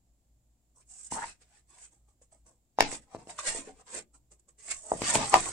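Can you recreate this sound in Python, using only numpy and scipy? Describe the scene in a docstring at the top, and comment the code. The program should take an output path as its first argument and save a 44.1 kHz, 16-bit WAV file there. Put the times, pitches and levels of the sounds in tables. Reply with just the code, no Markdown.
"""A paperback over a wooden desk in a small, quiet room with a low hum, close to a pair of microphones.
About a second in it is opened: sheets slide with a grainy hiss and a page edge scrapes its neighbour.
Fingers brush the paper, then from 2.8 s it is leafed through; buckling sheets snap with a hollow pop
and the room answers each snap. After a few more light touches the book is swung back round from 4.6 s,
its pages rubbing without a break, snapping and puffing air at the microphones."""
import sys
import numpy as np
from scipy import signal
from scipy.fft import rfft, irfft
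from scipy.io import wavfile
from scipy.ndimage import uniform_filter1d, map_coordinates

SR = 44100
rng = np.random.default_rng(int(sys.argv[2]) if len(sys.argv) > 2 else 0)


def dump_mix(stems):
    """Bounce the given channels to the path in sys.argv[1] as a 16-bit WAV at rate SR."""
    frames = np.atleast_2d(stems).T  # one column per channel
    limited = np.clip(frames, -1, 1)  # hard clip at full scale
    pcm = np.round(limited * 32767).astype(np.int16)
    wavfile.write(sys.argv[1], SR, pcm)


N = 243431
TIME = np.arange(N) / SR


def amp(db):
    """Decibels to gain."""
    return 10 ** (np.asarray(db) / 20)


def unit_rms(x):
    """Scales to rms 1."""
    return x / np.sqrt(np.mean(x ** 2) + 1e-20)


def curve_at(points, hz):
    """Reads a table on a logarithmic frequency axis."""
    f, value = np.transpose(points)
    return np.interp(np.log(hz + 1), np.log(f + 1), value)


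def add(mix, start_s, sound):
    """Adds a stereo sound to the mix at its start time."""
    part = mix[:, max(round(start_s * SR), 0):][:, :sound.shape[1]]
    part += sound[:, :part.shape[1]]


def drift(rate_hz):
    """A random wander of rms 1, mostly slower than rate_hz."""
    hz = np.fft.rfftfreq(N, 1 / SR)
    return unit_rms(irfft(rfft(rng.standard_normal(N)) / (1 + (hz / rate_hz) ** 4), N))


def swell(t, decay_s):
    """A soft rise and an exponential fall, peak 1."""
    u = np.maximum(t, 0) / decay_s
    return u * np.exp(1 - u)


def burst(t, decay_s):
    """A sudden rise and an exponential fall, peak 1."""
    return np.sqrt(swell(t, decay_s / 2))


def resonate(x, hz, width_hz):
    """A resonance of gain 1 that follows the curve hz."""
    turn = np.exp(2j * np.pi * np.cumsum(hz * np.ones(N)) / SR)
    r = np.exp(-np.pi * width_hz / SR)
    return 2 * (turn * signal.lfilter([(1 - r) ** 2], [1, -2 * r, r * r], x / turn)).real


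def mic_pair(drive, colour):
    """Colours two unrelated signals as the close pair hears them: alike in the bass, apart on top."""
    # likeness of the two microphones: (frequency [Hz], correlation [-1..1])
    likeness = [(100, 0.93), (600, 0.79), (1100, 0.3), (2000, 0.11), (4000, 0.04), (8000, -0.02)]
    # stereo balance: (frequency [Hz], left minus right [dB])
    balance = [(30, 10), (130, -1.5), (280, 0), (550, 2), (1000, 2.5), (2000, 1), (4500, 0.5), (6500, 2),
               (8000, -7.5), (10000, -10), (14000, 0)]
    size = drive.shape[1]
    hz = np.fft.rfftfreq(size, 1 / SR)
    a, b = rfft(drive)
    same = np.clip(curve_at(likeness, hz), -1, 1)
    tilt = amp(curve_at(balance, hz) / 2)
    mid, side = np.sqrt((1 + same) / 2) * a, np.sqrt((1 - same) / 2) * b
    spectra = np.array([(mid + side) * tilt, (mid - side) / tilt])
    stereo = irfft(spectra * amp(curve_at(colour, hz)), size)
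    return stereo / np.sqrt(np.mean(stereo.mean(0) ** 2) + 1e-20)


def room_tone(floor_db, waver_db, in_phase_s):
    """Faint room noise and low hums, which throb as they beat and waver slowly."""
    # two close hums and a fainter, higher one: (frequency [Hz], level [dB])
    hums = [(53.58, -74.5), (58.8, -74.5), (119.95, -83.5)]
    # spectrum of the noise floor: (frequency [Hz], relative level [dB])
    floor_colour = [(20, -19), (40, -15), (60, -17), (95, -19), (160, -23), (270, -24), (430, -34.5),
                    (700, -32.5), (1300, -46), (3000, -45.5), (6200, -43.5), (7300, -31.5), (8800, -46.5),
                    (16000, -46.5)]
    hum = sum(amp(db) * np.sqrt(2) * np.cos(2 * np.pi * hz * (TIME - in_phase_s)) for hz, db in hums)
    waver = amp(waver_db * drift(3))
    return waver * hum + amp(floor_db) * mic_pair(rng.standard_normal((2, N)), floor_colour)


def stroke(t, rise_s, hold_s, fall_s, drop_db=25, roundness=1.156):
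    """A sheet gathers speed, glides and comes to rest: drop_db up to a peak of 1, then down again."""
    away = np.maximum(-t, 0) / rise_s + np.maximum(t - hold_s, 0) / fall_s
    return amp(-drop_db * np.minimum(away, 10) ** roundness)


def handling():
    """How hard the paper hisses, rasps and flutters: strokes, touches and the swing add in power."""
    # sheet slides over sheet, levels relative:
    # (time at full speed [s], rise [s], hold [s], fall [s], hiss [dB], rasp [dB], flutter [dB])
    strokes = [(0.763, 0.021, 0.04, .04, -62.5, -87, -67), (.815, 0.017, 0.012, 0.025, -69, -72, -85),
               (0.906, 0.044, .11, 0.092, -49.5, -69.5, -73.5), (1.045, .03, 0.026, 0.033, -45.5, -69, -82),
               (1.116, 0.013, 0.028, 0.088, -36, -46, -58), (1.203, 0.12, 0.094, 0.063, -50, -49, -61.5),
               (1.418, 0.024, 0.0068, 0.044, -62, -61, -73), (1.559, 0.21, 0.016, 0.076, -65, -66.5, -74.5),
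               (1.708, 0.046, 0.08, 0.048, -60.5, -66.5, -68.5),
               (1.824, 0.11, 0.027, 0.059, -52.5, -61, -71), (1.921, 0.022, .01, 0.12, -66, -78, -77.5),
               (2.805, 0.021, 0.013, 0.11, -58, -30, -36.5),
               (2.937, 0.091, 0.0091, 0.052, -36.5, -42, -44.5),
               (3.025, .03, 0.0055, .045, -64.5, -67, -72.5), (3.153, 0.092, .005, .03, -59.5, -57.5, -53),
               (3.19, .03, .005, 0.095, -61.5, -61, -55), (3.304, 0.033, 0.0035, 0.045, -42, -48.5, -46),
               (3.39, 0.016, 0.0042, .05, -38, -39.5, -44.5),
               (3.478, 0.054, 0.0054, 0.069, -28.5, -32, -42), (3.529, 0.24, 0.057, 0.077, -40, -46, -47.5),
               (3.679, 0.13, 0.011, 0.072, -58.5, -58, -51.5),
               (3.804, 0.13, 0.0091, 0.034, -62, -64.5, -57.5), (3.874, .015, 0.031, .05, -57.5, -57, -62),
               (3.953, 0.078, 0.036, 0.042, -40, -44.5, -48.5), (4.695, 0.068, .005, 0.033, -45, -49, -52),
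               (4.714, 0.029, 0.0065, 0.026, -32.5, -34.5, -48), (5.095, 0.092, 0.014, 0.02, -26, -32, -41),
               (5.148, .04, 0.0075, .035, -24.5, -30.5, -27),
               (5.339, 0.027, 0.015, 0.063, -58, -28.5, -24.5)]
    # a finger on a page: (time [s], relative hiss [dB], fall [s], flutter against hiss [dB])
    touches = [(2.088, -68.5, 0.068, -6.5), (2.222, -61, .05, -14), (2.322, -63, 0.098, -6.5),
               (2.466, -60, 0.1, -1), (4.146, -58.5, 0.052, -5), (4.319, -56.5, 0.046, -6.5),
               (4.397, -66.5, 0.017, -12), (4.49, -61, .04, -1.5), (4.589, -56, 0.029, -16.5)]
    # pages rub as the book swings round, levels relative: (time [s], hiss [dB], rasp [dB], flutter [dB])
    swing = [(4.575, -87.5, -97, -93), (4.599, -54.5, -65, -81.5), (4.741, -41.5, -52, -64),
             (4.82, -51.5, -72.5, -71.5), (4.898, -45, -58.5, -49), (5.0, -45.5, -51.5, -44.5),
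             (5.04, -42, -34.5, -44.5), (5.237, -39, -34, -30), (5.3, -36, -46, -49),
             (5.4, -36.5, -37.5, -54.5), (5.479, -35.5, -46.5, -38), (5.52, -39, -50, -56)]
    times, *levels = np.transpose(swing)
    power = np.array([amp(np.interp(TIME, times, db, left=-np.inf)) for db in levels]) ** 2
    for at, rise, hold, fall, *db in strokes:
        power += (amp(db)[:, None] * stroke(TIME - at, rise, hold, fall)) ** 2
    for at, db, fall, flutter_db in touches:
        gains = amp(db + np.array([[1], [-11], [flutter_db]]))
        power += (gains * stroke(TIME - at, rise_s=0.016, hold_s=0.0033, fall_s=fall)) ** 2
    return np.sqrt(power)


def facing_page(x, gap_ms, wander):
    """The facing page reflects faintly; the gap keeps changing, so the comb of the echo wanders."""
    delay = gap_ms * SR / 1000 * np.exp(wander * drift(3))
    echo = np.array([map_coordinates(channel, [np.arange(N) - delay], order=3) for channel in x])
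    return x + .2 * echo


def friction(colour, catches_per_s, uneven_db, slip_hz, patchy_db):
    """Fibres rub in a dense fizz and catch now and then."""
    catches = (rng.random(N) < catches_per_s / SR) * rng.standard_normal((2, N))
    fizz = rng.standard_normal((2, N)) + unit_rms(catches) / 2
    fizz = facing_page(fizz * amp(uneven_db * drift(slip_hz)), gap_ms=1.1, wander=0.36)
    spectra = signal.stft(fizz, nperseg=1024)[2]
    # random patches in frequency and time give the hiss an uneven, faintly tonal colour
    patches = uniform_filter1d(rng.standard_normal(spectra.shape[1:]), size=2, axis=0)
    patches = unit_rms(uniform_filter1d(patches, size=8, axis=1))
    rubbing = signal.istft(spectra * amp(patchy_db * patches), nperseg=1024)[1]
    return mic_pair(rubbing[:, :N], colour)


def sliding(hiss_force, rasp_force, flutter_force):
    """Sliding paper: the surfaces hiss, the edges rasp and the sheet flutters."""
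    # spectra of surface, edge and sheet: (frequency [Hz], relative level [dB])
    hiss_colour = [(2500, -29.5), (4000, -26.5), (5000, -15.5), (6200, -6), (7200, 0), (8000, 3.5),
                   (9000, -7), (10000, -16.5), (11300, -27), (12300, -46.5), (15500, -44)]
    rasp_colour = [(600, -23), (1200, -6), (1600, 0.5), (2300, 0.5), (3200, -3), (4000, -3.5), (4800, -1.5),
                   (6500, -5), (9000, -23.5), (12000, -50.5)]
    flutter_colour = [(80, -22), (200, -9.5), (320, -7), (480, -2), (700, 1.5), (900, -3), (1150, -2.5),
                      (1450, -17), (2500, -53.5)]
    hiss = friction(hiss_colour, catches_per_s=1400, uneven_db=2.04, slip_hz=110, patchy_db=3.5)
    rasp = friction(rasp_colour, catches_per_s=870, uneven_db=1, slip_hz=109, patchy_db=4.0)
    flutter = friction(flutter_colour, catches_per_s=230, uneven_db=1.5, slip_hz=59.4, patchy_db=7.0)
    return amp(-3) * hiss_force * hiss + amp(-4.5) * rasp_force * rasp + amp(-1) * flutter_force * flutter


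def draught(flutter_force, stir_db, puff_decay_s):
    """Fluttering sheets stir the air, and swinging pages throw soft, low puffs at the microphones."""
    # puffs of air: (time [s], level [dB])
    puffs = [(1.113, -51.5), (2.795, -52), (3.146, -60.5), (4.92, -46), (5.02, -56), (5.156, -40),
             (5.34, -63)]
    # spectrum of air on the microphones: (frequency [Hz], relative level [dB])
    air_colour = [(20, -2), (45, 7.5), (90, -5.5), (140, 6), (280, 1.5), (450, -19.5), (1000, -45.5)]
    gusts = sum(amp(db) * burst(TIME - at, puff_decay_s) for at, db in puffs)
    return (amp(stir_db) * flutter_force + gusts) * mic_pair(rng.standard_normal((2, N)), air_colour)


def snaps(lowest_hz, crack_ms):
    """A buckling sheet pumps the air for a few cycles while its crease cracks."""
    # a sheet buckles or lands, levels relative:
    # (time [s], pop [dB], pitch [Hz], pop decay [ms], crack [dB], lag at the left microphone [ms])
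    buckles = [(1.1214, -28, 900, 1.16, -60, 0.12), (1.122, -33, 250, 1.2, -60, .05),
               (1.189, -31, 900, 1.8, -60, 0.13), (1.241, -34.5, 928, 1.6, -57.5, 0.09),
               (1.785, -75, 750, 1.8, -59.5, 0.2), (2.215, -58, 523, 2.1, -81, 0.074),
               (2.787, -12, 800, 0.67, -36, 0.18), (2.8063, -3.5, 804, 0.49, -11, .25),
               (2.815, -34, 282, 7.1, -46, 0), (2.916, -44, 910, 1, -37.5, 0),
               (2.9267, -30.5, 430, 0.75, -58, 0.11), (3.1482, -24.5, 564, 0.34, -58, 0.11),
               (3.272, -37.5, 410, 0.5, -54, 0.17), (3.296, -45, 766, 0.74, -46.5, 0),
               (3.3889, -27.5, 1134, 1.8, -41.5, 0), (3.548, -37, 433, 1.7, -53, 0.16),
               (3.587, -41, 286, 3.2, -45, 0), (3.673, -42, 423, 3.5, -69, 0.12),
               (4.684, -47, 740, 1, -44.5, 0), (4.9183, -11.5, 710, 0.66, -48, 0.19),
               (5.0188, -14.5, 338, 0.26, -30, 0.14), (5.1535, -23.5, 892, 2, -17.5, 0.072),
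               (5.1551, -15, 387, 0.47, -57, 0.18), (5.341, -2.5, 865, .65, -13.5, 0.038),
               (5.3681, -14, 930, 0.25, -43, 0.27), (5.457, -43, 752, 3.1, -35, 0.02),
               (5.4894, -31.5, 794, 0.34, -40, 0)]
    # spectrum of a cracking crease: (frequency [Hz], relative level [dB])
    crack_colour = [(200, -16), (800, -1), (1600, 4), (2400, 6.5), (3400, -4), (5200, -1.5), (8000, -10.5),
                    (11000, -15.5), (13000, -24), (15000, -39)]
    pops, cracks = np.zeros((2, N)), np.zeros((2, N))
    t = np.arange(4096) / SR
    for at, pop_db, hz, pop_ms, crack_db, lag_ms in buckles:
        heard = t - np.array([[lag_ms / 1000], [0]])
        add(pops, at, amp(pop_db) * swell(heard, pop_ms / 1000) * np.sin(2 * np.pi * hz * heard))
        crease = mic_pair(rng.standard_normal((2, len(t))), crack_colour)
        add(cracks, at, amp(crack_db) * burst(heard, crack_ms / 1000) * crease)
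    lean_left = amp([[.8], [-.8]])
    # air slips round the edges of a sheet, so it radiates no deep bass
    high_pass = signal.butter(2, lowest_hz, "high", fs=SR, output="sos")
    return signal.sosfilt(high_pass, pops * lean_left + cracks)


def book_and_desk(x, ring_db):
    """The block of pages rings briefly, and the desk throws the snap back."""
    # modes of the book: (frequency [Hz], relative level [dB], t60 [s])
    modes = [(144, -38.5, .35), (278, -46.5, 0.44), (377, -40, 0.25), (468, -39.5, 0.33),
             (650, -44.5, 0.16), (730, -36, 0.058), (863.3, -26.5, 0.08), (1017.4, -14.5, 0.034),
             (1200, -29, 0.16), (1356, -17, 0.044), (1520, -42, .12), (2260, -42, 0.13)]
    # first echoes off the desk and the body: (delay [ms], gain [ratio])
    echoes = [(4.1, 0.021), (7.9, 0.05), (9.3, 0.016), (12.5, 0.058), (18.2, 0.24)]
    t = np.arange(SR // 2) / SR
    ring = sum(amp(db - 60 * t / t60) * np.sin(2 * np.pi * hz * t) for hz, db, t60 in modes)
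    response = amp(ring_db) * ring
    response[0] += 1  # direct sound
    for ms, gain in echoes:
        response[round(ms * SR / 1000)] += gain
    return signal.fftconvolve(x, response[None], axes=1)[:, :N]


def scrape(slips_per_s, sheet_hz, edge_db):
    """An edge sticks and slips unevenly; the sheet keeps its hollow note while the edge's note climbs."""
    # a page edge drags across its neighbour: (time [s], level [dB], pitch of the shortening edge [Hz])
    drag = [(1.125, -79.5, 704), (1.147, -44.5, 880), (1.175, -35, 1160), (1.195, -39, 1514),
            (1.204, -49, 1540), (1.224, -34, 1527), (1.243, -37.5, 1980), (1.254, -57, 1950),
            (1.301, -57, 1970)]
    times, db, edge_hz = np.transpose(drag)
    slips = np.cumsum(slips_per_s * (1 + 0.19 * drift(80))) / SR
    stick_slip = 0.58 + np.exp(-(slips % 1) / 0.2)
    drive = stick_slip * mic_pair(rng.standard_normal((2, N)), colour=[(20, 0.0035), (15000, 0.012)])
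    sheet = unit_rms(resonate(drive, sheet_hz, width_hz=177))
    edge = unit_rms(resonate(drive, np.interp(TIME, times, edge_hz), width_hz=540))
    return amp(np.interp(TIME, times, db, left=-140, right=-140)) * unit_rms(sheet + amp(edge_db) * edge)


def room_tail(x, bass_db, build_s=0.0069):
    """The small room answers with a diffuse tail in which each band dies at its own speed."""
    # decay of the room: (frequency [Hz], t60 [s])
    decay = [(150, .4), (400, 0.14), (1000, 0.11), (2700, 0.12), (7000, 0.026), (14000, 0.15)]
    # spectrum of the tail: (frequency [Hz], relative level [dB])
    colour = [(60, bass_db), (300, bass_db), (1000, -1.0), (3000, 4.5), (8000, 0.0), (15000, -25.0)]
    noise = mic_pair(rng.standard_normal((2, SR // 2)), colour)
    hz, t, spectra = signal.stft(noise, SR, nperseg=256)
    tail = signal.istft(spectra * amp(-60 * t / curve_at(decay, hz)[:, None]), SR, nperseg=256)[1]
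    tail *= np.clip(np.arange(tail.shape[1]) / SR / build_s, 0, 1) ** 2
    return signal.fftconvolve(x, tail / np.linalg.norm(tail.mean(0)), axes=1)[:, :N]


def scene():
    """Paper and moving air up close, the room well behind them."""
    hiss_force, rasp_force, flutter_force = handling()
    rustle = sliding(hiss_force, rasp_force, flutter_force)
    rustle += scrape(slips_per_s=180, sheet_hz=929, edge_db=-1.5)
    flaps = book_and_desk(snaps(lowest_hz=126, crack_ms=1.1), ring_db=-27.5)
    reverb = room_tail(amp(-16.5) * flaps + amp(-16) * rustle, bass_db=7.5)
    air = draught(flutter_force, stir_db=-22.5, puff_decay_s=0.03)
    return rustle + flaps + reverb + air + room_tone(floor_db=-75, waver_db=2.5, in_phase_s=.13)


def record(dry):
    """The loudest snaps just overload the input; then the band ends at 15.9 kHz."""
    low_pass = signal.firwin(255, 15900, window=("kaiser", 9), fs=SR)
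    return signal.oaconvolve(np.clip(dry, -.94, .94), low_pass[None], "same")


dry = scene()
out = record(dry)
dump_mix(out)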